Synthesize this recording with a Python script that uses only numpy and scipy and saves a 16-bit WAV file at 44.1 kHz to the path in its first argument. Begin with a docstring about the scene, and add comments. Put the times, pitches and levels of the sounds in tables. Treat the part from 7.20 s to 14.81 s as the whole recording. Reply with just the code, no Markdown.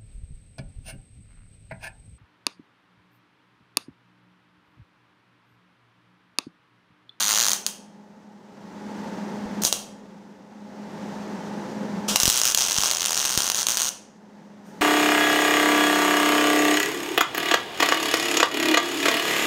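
"""A garage, where a MIG welder lays two beads and a short tack on steel rod.
The wire keeps shorting into the molten pool and blowing clear: loud pops over a running crackle,
with the arc sizzling in between. The steel table and the room ring on, and a few pops in the
second bead also thump the microphone. The welder's cooling fan hums throughout; gain control
lifts it in the pauses."""
import sys
import numpy as np
from scipy import signal
from scipy.fft import rfft, irfft, next_fast_len
from scipy.io import wavfile
from scipy.ndimage import uniform_filter1d, minimum_filter1d, map_coordinates

SR = 44100
rng = np.random.default_rng(int(sys.argv[2]) if len(sys.argv) > 2 else 0)


def dump(signal):
    """Clip the signal to [-1, 1] and save it as 16-bit WAV at the path in sys.argv[1]."""
    limited = np.clip(np.atleast_2d(signal).T, -1, 1)
    pcm = np.round(limited * 32767).astype(np.int16)
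    wavfile.write(sys.argv[1], SR, pcm)


N = 335601
TIME = np.arange(N) / SR
TOP_HZ = 15650

# Air rushing through the fan. Each row: frequency in Hz, relative level in dB.
FAN_AIR = [(25, -97), (110, -72), (145, -68), (185, -53), (320, -64), (700, -71), (1300, -75.5),
           (1900, -77), (2300, -83.5), (4200, -87.5), (6200, -88), (10000, -102), (15000, -108)]
# Resonances of the welder's case. Each row: centre in Hz, width in Hz, boost in dB.
CASE_RESONANCES = [(206, 21, -2), (379, 27, 2.5), (529, 31, 8), (841, 110, 9), (960, 55, 4)]
# Blade and motor hum. Each row: pitch in Hz, level in dB before the fan's fader.
FAN_TONES = [(120, -82), (206.7, -51.5), (413.4, -66), (620.1, -67.5), (893.6, -68)]
# The fan's fader ride. Each row: time in seconds, gain in dB.
FAN_FADER = [(0, -1), (.7, -1), (1.3, 0), (2.3, 1.5), (2.9, 3), (3.4, 1), (4.0, 1), (4.85, 2.5), (5.3, -5),
             (6.8, -4), (7.2, 1), (7.6, 2)]
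# The garage's tail. Each row: frequency in Hz, seconds to fall 60 dB.
ROOM_DECAY = [(200, 2), (1300, .5), (3500, .5), (6500, 0.48), (10000, 0.35), (15000, 0.22)]
# The tone of that tail. Each row: frequency in Hz, gain in dB.
ROOM_COLOUR = [(100, -16.5), (400, -4), (1200, -5.5), (2200, -7), (3200, -9), (5000, -13), (6000, -9),
               (7400, -11), (10000, -4), (15000, -10.5)]
# Ring of the table and clamps. Each row: pitch in Hz, relative level in dB, seconds to fall 60 dB.
STEEL_MODES = [(3216, 2, .5), (4284, -6, .3), (4877, -3, .3), (5616, -1, .35), (5771, -4, .35),
               (6035, -2, .35), (6422, -3, .3)]
# Dull handling knocks. Each row: start in seconds, level in dB, pitch in Hz, seconds to fall 60 dB.
KNOCKS = [(2.255, -52, 69.3, 0.092)]
# A few pops in the second bead thump the microphone. Each row: start in seconds, relative level in dB.
MIC_THUMPS = [(5.034, -17.5), (5.055, -22.5), (5.0784, -11.5), (5.585, -19.5), (6.176, -16.5)]
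# How the arc sits on the work. Each row: time in seconds, close echo delay in ms, echo share,
# brightness in dB per octave, body in dB.
GUN_POSITIONS = [(0, .38, 0.51, 0.65, 7), (0.499, 0.36, 0.25, 0.9, 0.5), (2.4, .39, 0.29, 0.35, -7),
                 (2.6, .4, 0.42, -3.5, -8.5), (4.88, 0.44, 0.22, -2.2, -1.5), (5.001, 0.433, 0.23, 1.06, 0),
                 (5.7, 0.41, 0.19, -0.5, 2), (6.7, 0.4, 0.31, 0.33, 0)]
# The arc's basic tone. Each row: frequency in Hz, relative level in dB.
ARC_COLOUR = [(60, -7.5), (450, -2.5), (1100, 0.5), (2050, -2.5), (2800, 5), (3600, 2), (5000, 7.5),
              (6700, 9.5), (7500, 4), (10000, -1.5), (11200, -7), (13200, -6.5), (14600, -0.5), (15600, -7)]
# Extra EQ that sets the hiss apart from the pops. Each row: frequency in Hz, boost in dB.
HISS_COLOUR = [(200, 1), (1200, 1.5), (2300, 1), (3100, 3), (4300, 1.5), (6500, 0.5), (10000, 3.5),
               (12000, 3), (14800, 1.5)]
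# The burning arc's sizzle, one list a weld. Each row: time in seconds, relative level in dB.
SIZZLE_LEVELS = [
    [(0, -22.5), (.2, -32), (.35, -27.5)],
    [(2.44, -24), (2.46, -20.5), (2.5, -38)],
    [(4.957, -23.5), (5.1, -29.5), (5.45, -26.5), (5.8, -40.5), (6.2, -28.5), (6.69, -33.5)],
]
# Spurts of hiss. Each row: start in seconds, level in dB, rise in seconds, seconds to fall 60 dB.
FLARES = [(.334, -31, 0.014, 0.22), (0.465, -31.5, 0.0011, 0.22), (2.417, -40, .004, 0.064),
          (2.458, -21, 0.013, 0.096), (2.527, -29.5, 0.0042, 0.3), (4.879, -35, 0.0079, 0.36),
          (6.178, -25, 0.0024, 0.22), (7.44, -61.5, 0.026, 0.77)]
# Running crackle, one list a bead. Each row: time in seconds, pops per second, base level in dB.
BEADS = [
    [(0, 124, -18), (.08, 98.6, -13.5), (.18, 115, -11.5), (.333, 98, -15.5)],
    [(4.9592, 119, -18), (5.15, 125, -15), (5.42, 122, -14), (5.47, 91, -13.5), (5.61, 85.4, -14.5),
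     (5.67, 156, -17), (5.75, 83.4, -15.5), (5.93, 80, -14.5), (6.0, 121, -16.5), (6.14, 133, -18.5),
     (6.21, 79, -15.5), (6.38, 119, -18.5), (6.69, 126, -18.5)],
]
# How roughly each bead runs. Each row: spread of the gaps as a share, spread of the levels in dB,
# level of the wire's touch tick against its pop in dB.
BEAD_ROUGHNESS = [(0.046, 0.8, -15), (.16, 1.604, -8.5)]
# The wire stubs into the pool and blows clear. Each row: start in seconds, relative level in dB,
# lull in the crackle before it in ms.
LOUD_POPS = [(.1095, -11, 8.6), (0.2019, -10, 7.1), (.266, -11.5, 11.5), (0.2843, -9, 7.4),
             (0.3167, -11, 11), (.333, -10, 15), (.4649, -10, 130), (2.4363, -11.5, 19), (2.4449, -21.5, 8),
             (2.4505, -6, 6), (2.5267, -7.5, 75), (4.9591, -4, 92), (5.001, -6.5, 33), (5.0329, -5.5, 7.9),
             (5.0555, -6.5, 22), (5.0782, -7, 6.8), (5.1, -6.5, 8.8), (5.2158, -8, 16), (5.2352, -10, 21),
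             (5.254, -7, 8.7), (5.3475, -5, 26), (5.3752, -8, 31), (5.5845, -9.5, 6.1), (5.6354, -9, 11.2),
             (5.713, -9, 8.5), (5.8594, -10.5, 5.8), (5.976, -11, 7), (6.052, -11.5, 8.4),
             (6.0937, -14.5, 12.5), (6.1762, -6.5, 18), (6.2044, -13, 16), (6.2206, -13, 16),
             (6.3004, -9.5, 11.8), (6.3183, -13, 18), (6.3463, -12.5, 23.5), (6.4303, -14.5, 11.2),
             (6.4685, -9, 35), (6.486, -10, 16.5), (6.5714, -11.5, 17), (6.6187, -10.5, 10.8),
             (6.677, -21.5, 5.9)]


def gain_of(db):
    """Decibels to a factor."""
    return 10 ** (np.asarray(db) / 20)


def unit_rms(x):
    """Scales to rms 1."""
    return x / np.sqrt(np.mean(x ** 2) + 1e-20)


def curve_at(points, hz):
    """Reads a curve along a log frequency axis."""
    freqs, values = np.transpose(points)
    return np.interp(np.log(hz + 1), np.log(freqs + 1), values)


def bell(hz, centre, width, db):
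    """An EQ bell in dB, with centre and width in Hz."""
    return db / (1 + (2 * (hz - centre) / width) ** 2)


def add(mix, start, sound):
    """Mixes a sound in at start seconds."""
    part = mix[max(round(start * SR), 0):][:len(sound)]
    part += sound[:len(part)]


def noise(db_at, count=N):
    """Noise of rms 1 with the spectrum db_at(Hz)."""
    size = 2 * next_fast_len(count // 2 + 1, True)
    colour = gain_of(db_at(np.fft.rfftfreq(size, 1 / SR)))
    return unit_rms(irfft(rfft(rng.standard_normal(size)) * colour)[:count])


def drift(rate_hz):
    """A random wobble of rms 1, rolling off above rate_hz."""
    return noise(lambda hz: -10 * np.log10(1 + (hz / rate_hz) ** 6))


def minimum_phase(db):
    """Filter spectra for rows of dB gains: sharp front, ringing behind."""
    log_gain = np.log(gain_of(np.concatenate([db, db[:, -2:0:-1]], 1)))
    return np.exp(np.conj(signal.hilbert(log_gain, axis=1)))[:, :db.shape[1]]


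def fan(air_db=-50, flutter_db=0.48, waver=.003, throb_db=1.9):
    """The bed: turbulent air in a resonant case, with wavering blade and motor tones."""
    air = noise(lambda hz: curve_at(FAN_AIR, hz) + sum(bell(hz, *row) for row in CASE_RESONANCES))
    phase_per_hz = 2 * np.pi * np.cumsum(1 + waver * drift(rate_hz=4)) / SR
    hum = sum(gain_of(db + throb_db * drift(rate_hz=10)) * np.sqrt(2) * np.sin(hz * phase_per_hz)
              for hz, db in FAN_TONES)
    air *= gain_of(air_db + flutter_db * drift(rate_hz=40))
    return (air + hum) * gain_of(np.interp(TIME, *np.transpose(FAN_FADER)))


def garage(x, predelay_s=0.00077, build_s=0.005, density=.12):
    """Dense reflections build up and die away, the treble soonest."""
    t = TIME[:SR * 3 // 4]
    reflections = rng.standard_normal(len(t)) * (rng.random(len(t)) < density)
    reflections *= np.clip((t - predelay_s) / build_s, 0, 1)
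    hz, age, bands = signal.stft(unit_rms(reflections) / np.sqrt(SR), SR, nperseg=256)
    decay_rate = np.log(1000) / curve_at(ROOM_DECAY, hz)[:, None]
    bands *= gain_of(curve_at(ROOM_COLOUR, hz))[:, None]
    bands *= np.sqrt(2 * decay_rate) * np.exp(-decay_rate * age)  # same energy, long tail or short
    return signal.oaconvolve(x, signal.istft(bands, SR, nperseg=256)[1])[:N]


def steel(x, send_db=-24):
    """The table and clamps ring faintly under the pops."""
    t = TIME[:SR // 2]
    ring = sum(gain_of(db - 60 * t / t60) * np.sin(2 * np.pi * (hz * t + rng.random()))
               for hz, db, t60 in STEEL_MODES)
    return gain_of(send_db) * signal.oaconvolve(x, ring / np.linalg.norm(ring))[:N]


def thumps(push_s=0.0017, front_s=0.00031):
    """The low end: each mic thump is a short push and a longer suck; handling gives a dull boom."""
    out, t = np.zeros(N), TIME[:SR // 5]
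    thump = 2 * (1 - np.exp(-t / front_s)) * (1 - t / push_s) * np.exp(-t / push_s)
    for start, db in MIC_THUMPS:
        add(out, start, gain_of(db) * thump)
    for start, db, hz, t60 in KNOCKS:
        add(out, start, gain_of(db - 60 * t / t60) * np.sin(2 * np.pi * hz * t))
    return out


def close_echo(x):
    """A reflection from close by hollows the direct sound; it shifts as the gun moves."""
    when, echo_ms, share, _, _ = np.transpose(GUN_POSITIONS)
    delayed_index = np.arange(N) - np.interp(TIME, when, echo_ms) * SR / 1000
    return x - np.interp(TIME, when, share) * map_coordinates(x, [delayed_index], order=3)


def arc_colour(at, hz, extra_tilt_db=0):
    """The arc's EQ in dB at a given time: its place on the work sets brightness and body."""
    def hump(centre_hz, octaves):
        return np.exp(-(np.log2((hz + 1) / centre_hz) / octaves) ** 2)
    when, _, _, tilt_db, body_db = np.transpose(GUN_POSITIONS)
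    octaves_from_pivot = np.log2(np.maximum(hz, 700) / 5000)
    tilt = (np.interp(at, when, tilt_db) + extra_tilt_db) * octaves_from_pivot
    body = np.interp(at, when, body_db) * hump(centre_hz=1700, octaves=1.6)
    notch = -1.5 * hump(centre_hz=2300, octaves=0.12)  # parts the knock from the fizz
    return curve_at(ARC_COLOUR, hz) + tilt + body + notch


def hiss(at, count):
    """A stretch of the burning arc's noise, coloured for the gun's place at that time."""
    return noise(lambda hz: arc_colour(at, hz) + curve_at(HISS_COLOUR, hz), count)


def flares():
    """Hiss spurts as the arc strikes, flares or dies, and faintly as the gun lifts away."""
    out, t = np.zeros(N), TIME[:SR // 2]
    for start, db, rise, t60 in FLARES:
        envelope = np.minimum(t / rise, 1) * gain_of(db - 60 * np.maximum(t - rise, 0) / t60)
        add(out, start, envelope * hiss(start, len(t)))
    return out


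def sizzle(pop_times, relight_s=0.00079, burn_s=0.0095, shorted_db=-9.5, grain_db=5.5):
    """The arc relights and hisses after each pop, then ducks as the wire dips into the pool again."""
    last_pop = pop_times[np.maximum(np.searchsorted(pop_times, TIME) - 1, 0)]
    since_pop = abs(TIME - last_pop)
    alight = (1 - np.exp(-since_pop / relight_s)) * np.exp(-(since_pop / burn_s) ** 2)
    out = np.zeros(N)
    for weld in SIZZLE_LEVELS:
        when, db = np.transpose(weld)
        t = when[0] + TIME[:2 * SR]
        add(out, when[0], np.interp(t, when, gain_of(db), 0, 0) * hiss(when.mean(), len(t)))
    grain = unit_rms(gain_of(grain_db * drift(rate_hz=900)))
    return out * gain_of(shorted_db * (1 - alight)) * grain


def touch_ticks(pop_times, db, lead_ms=2.6, spread=.25):
    """The wire ticks faintly as it shorts into the pool, just ahead of each pop."""
    leads_ms = lead_ms * np.exp(spread * rng.standard_normal(len(pop_times)))
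    return pops(pop_times - leads_ms / 1000, db)


def crackle_pattern(bead, gap_spread, spread_db, usual_gap_s=.01, db_per_doubling=-2.5, max_pops=64):
    """Times and levels of small pops: each run follows a loud pop and stops at the next lull."""
    when, rate, level_db = np.transpose(bead)
    cycles = np.cumsum(np.interp(TIME, when, rate)) / SR
    loud_times, _, lull_ms = np.transpose(LOUD_POPS)
    starts = np.clip(np.append(0, loud_times), when[0], when[-1])
    ends = np.clip(np.append(loud_times - lull_ms / 1000, when[-1]), when[0], when[-1])
    rows = []
    for start, end in zip(starts, ends):
        timing, strength = rng.standard_normal((2, max_pops))
        first, last = np.interp([start, end], TIME, cycles)
        count = min(round(last - first), max_pops)
        if count > 0:
            steps = np.cumsum(np.exp(gap_spread * timing[:count]))
            times = np.interp(first + (last - first) * steps / steps[-1], cycles, TIME)
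            gaps = np.diff(times, prepend=start)
            wait_db = db_per_doubling * np.log2(gaps / usual_gap_s)  # longer wait, softer pop
            rows += zip(times, np.interp(times, when, level_db) + wait_db + spread_db * strength[:count])
    return rows


def smear(hz, pole=0.47, treble_lag_ms=0.25):
    """An all-pass that makes a snap swing both ways, with the top of the treble trailing."""
    delay = np.exp(-2j * np.pi * hz / SR)
    swing = (delay - pole) / (1 - pole * delay)
    swing *= (delay ** 2 - pole ** 2) / (1 - (pole * delay) ** 2)
    return swing * np.exp(-1j * np.pi * treble_lag_ms / 1000 * hz * (hz / TOP_HZ) ** 2)


def pops(times, db, spit_db=-16, spit_ms=.7, usual_db=-15, tilt_spread_db=0.15, trim_db=-0.95):
    """The molten bridge bursts: a snap and a spit of droplets, each pop a bit brighter or duller."""
    size, jitter_s = 1024, 5e-5
    ms, hz = TIME[:size] * 1000, np.fft.rfftfreq(size, 1 / SR)
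    chance = rng.standard_normal((len(times), size + 1))
    spit_decay_ms = spit_ms * 2 ** ((db[:, None] - usual_db) / 9)  # a bigger drop spits longer
    snap = ms == 0
    spit = gain_of(spit_db) * np.exp(-ms / spit_decay_ms) * chance[:, 1:]
    colour = arc_colour(times[:, None], hz, -tilt_spread_db * chance[:, :1])
    nozzle_ring = bell(hz, centre=6250, width=1200, db=2.0)
    bursts = irfft(rfft(snap + spit) * minimum_phase(colour + nozzle_ring) * smear(hz))
    bursts *= np.sqrt(SR / 1000) / np.linalg.norm(bursts, axis=1, keepdims=True)  # as 1 ms at rms 1
    out = np.zeros(N)
    for start, gain, burst in zip(times, gain_of(db + trim_db), bursts):
        add(out, start + rng.uniform(-jitter_s, jitter_s), gain * burst)
    return out


def scene():
    """Loud pops, crackle and sizzle ring in the steel and the room, over the fan."""
    pop_times, loud_db, _ = np.transpose(LOUD_POPS)
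    arc = pops(pop_times, loud_db) + flares()
    for bead, (gap_spread, spread_db, touch_db) in zip(BEADS, BEAD_ROUGHNESS):
        times, db = np.transpose(crackle_pattern(bead, gap_spread, spread_db))
        arc += pops(times, db) + touch_ticks(times, db + touch_db)
        pop_times = np.append(pop_times, times)
    arc += sizzle(np.sort(pop_times))
    return (close_echo(arc) + steel(arc) + garage(arc) + thumps() + fan())[None]


def gain_control(x, target_db=-11, max_lift_db=14, hold_s=0.72, recover_s=0.58, attack_s=0.0036):
    """Lifts quiet sound; a loud peak ducks the gain, which holds and then swells back."""
    def trailing(smoother, values, seconds):
        width = int(seconds * SR) // 2 * 2 + 1
        return smoother(values, width, origin=width // 2, mode="nearest")
    allowed_db = np.clip(target_db - 20 * np.log10(abs(x) + 1e-9), 0, max_lift_db)
    allowed_db[0] = 0  # the gain starts low
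    held_db = trailing(minimum_filter1d, allowed_db, hold_s)
    lift_db = np.minimum(held_db, trailing(uniform_filter1d, held_db, recover_s))
    attack = int(attack_s * SR)  # a centred window: it looks ahead, so the duck is smooth
    return x * gain_of(uniform_filter1d(minimum_filter1d(lift_db, attack), attack))


def record(dry):
    """The phone's chain: gain control, overload on the biggest pops, then a steep low-pass."""
    clipped = np.clip(gain_control(dry[0]), -1, 1)
    low_pass = signal.firwin(255, TOP_HZ, window=("kaiser", 8), fs=SR)
    return signal.oaconvolve(clipped, low_pass, "same")[None]


dry = scene()
out = record(dry)
dump(out)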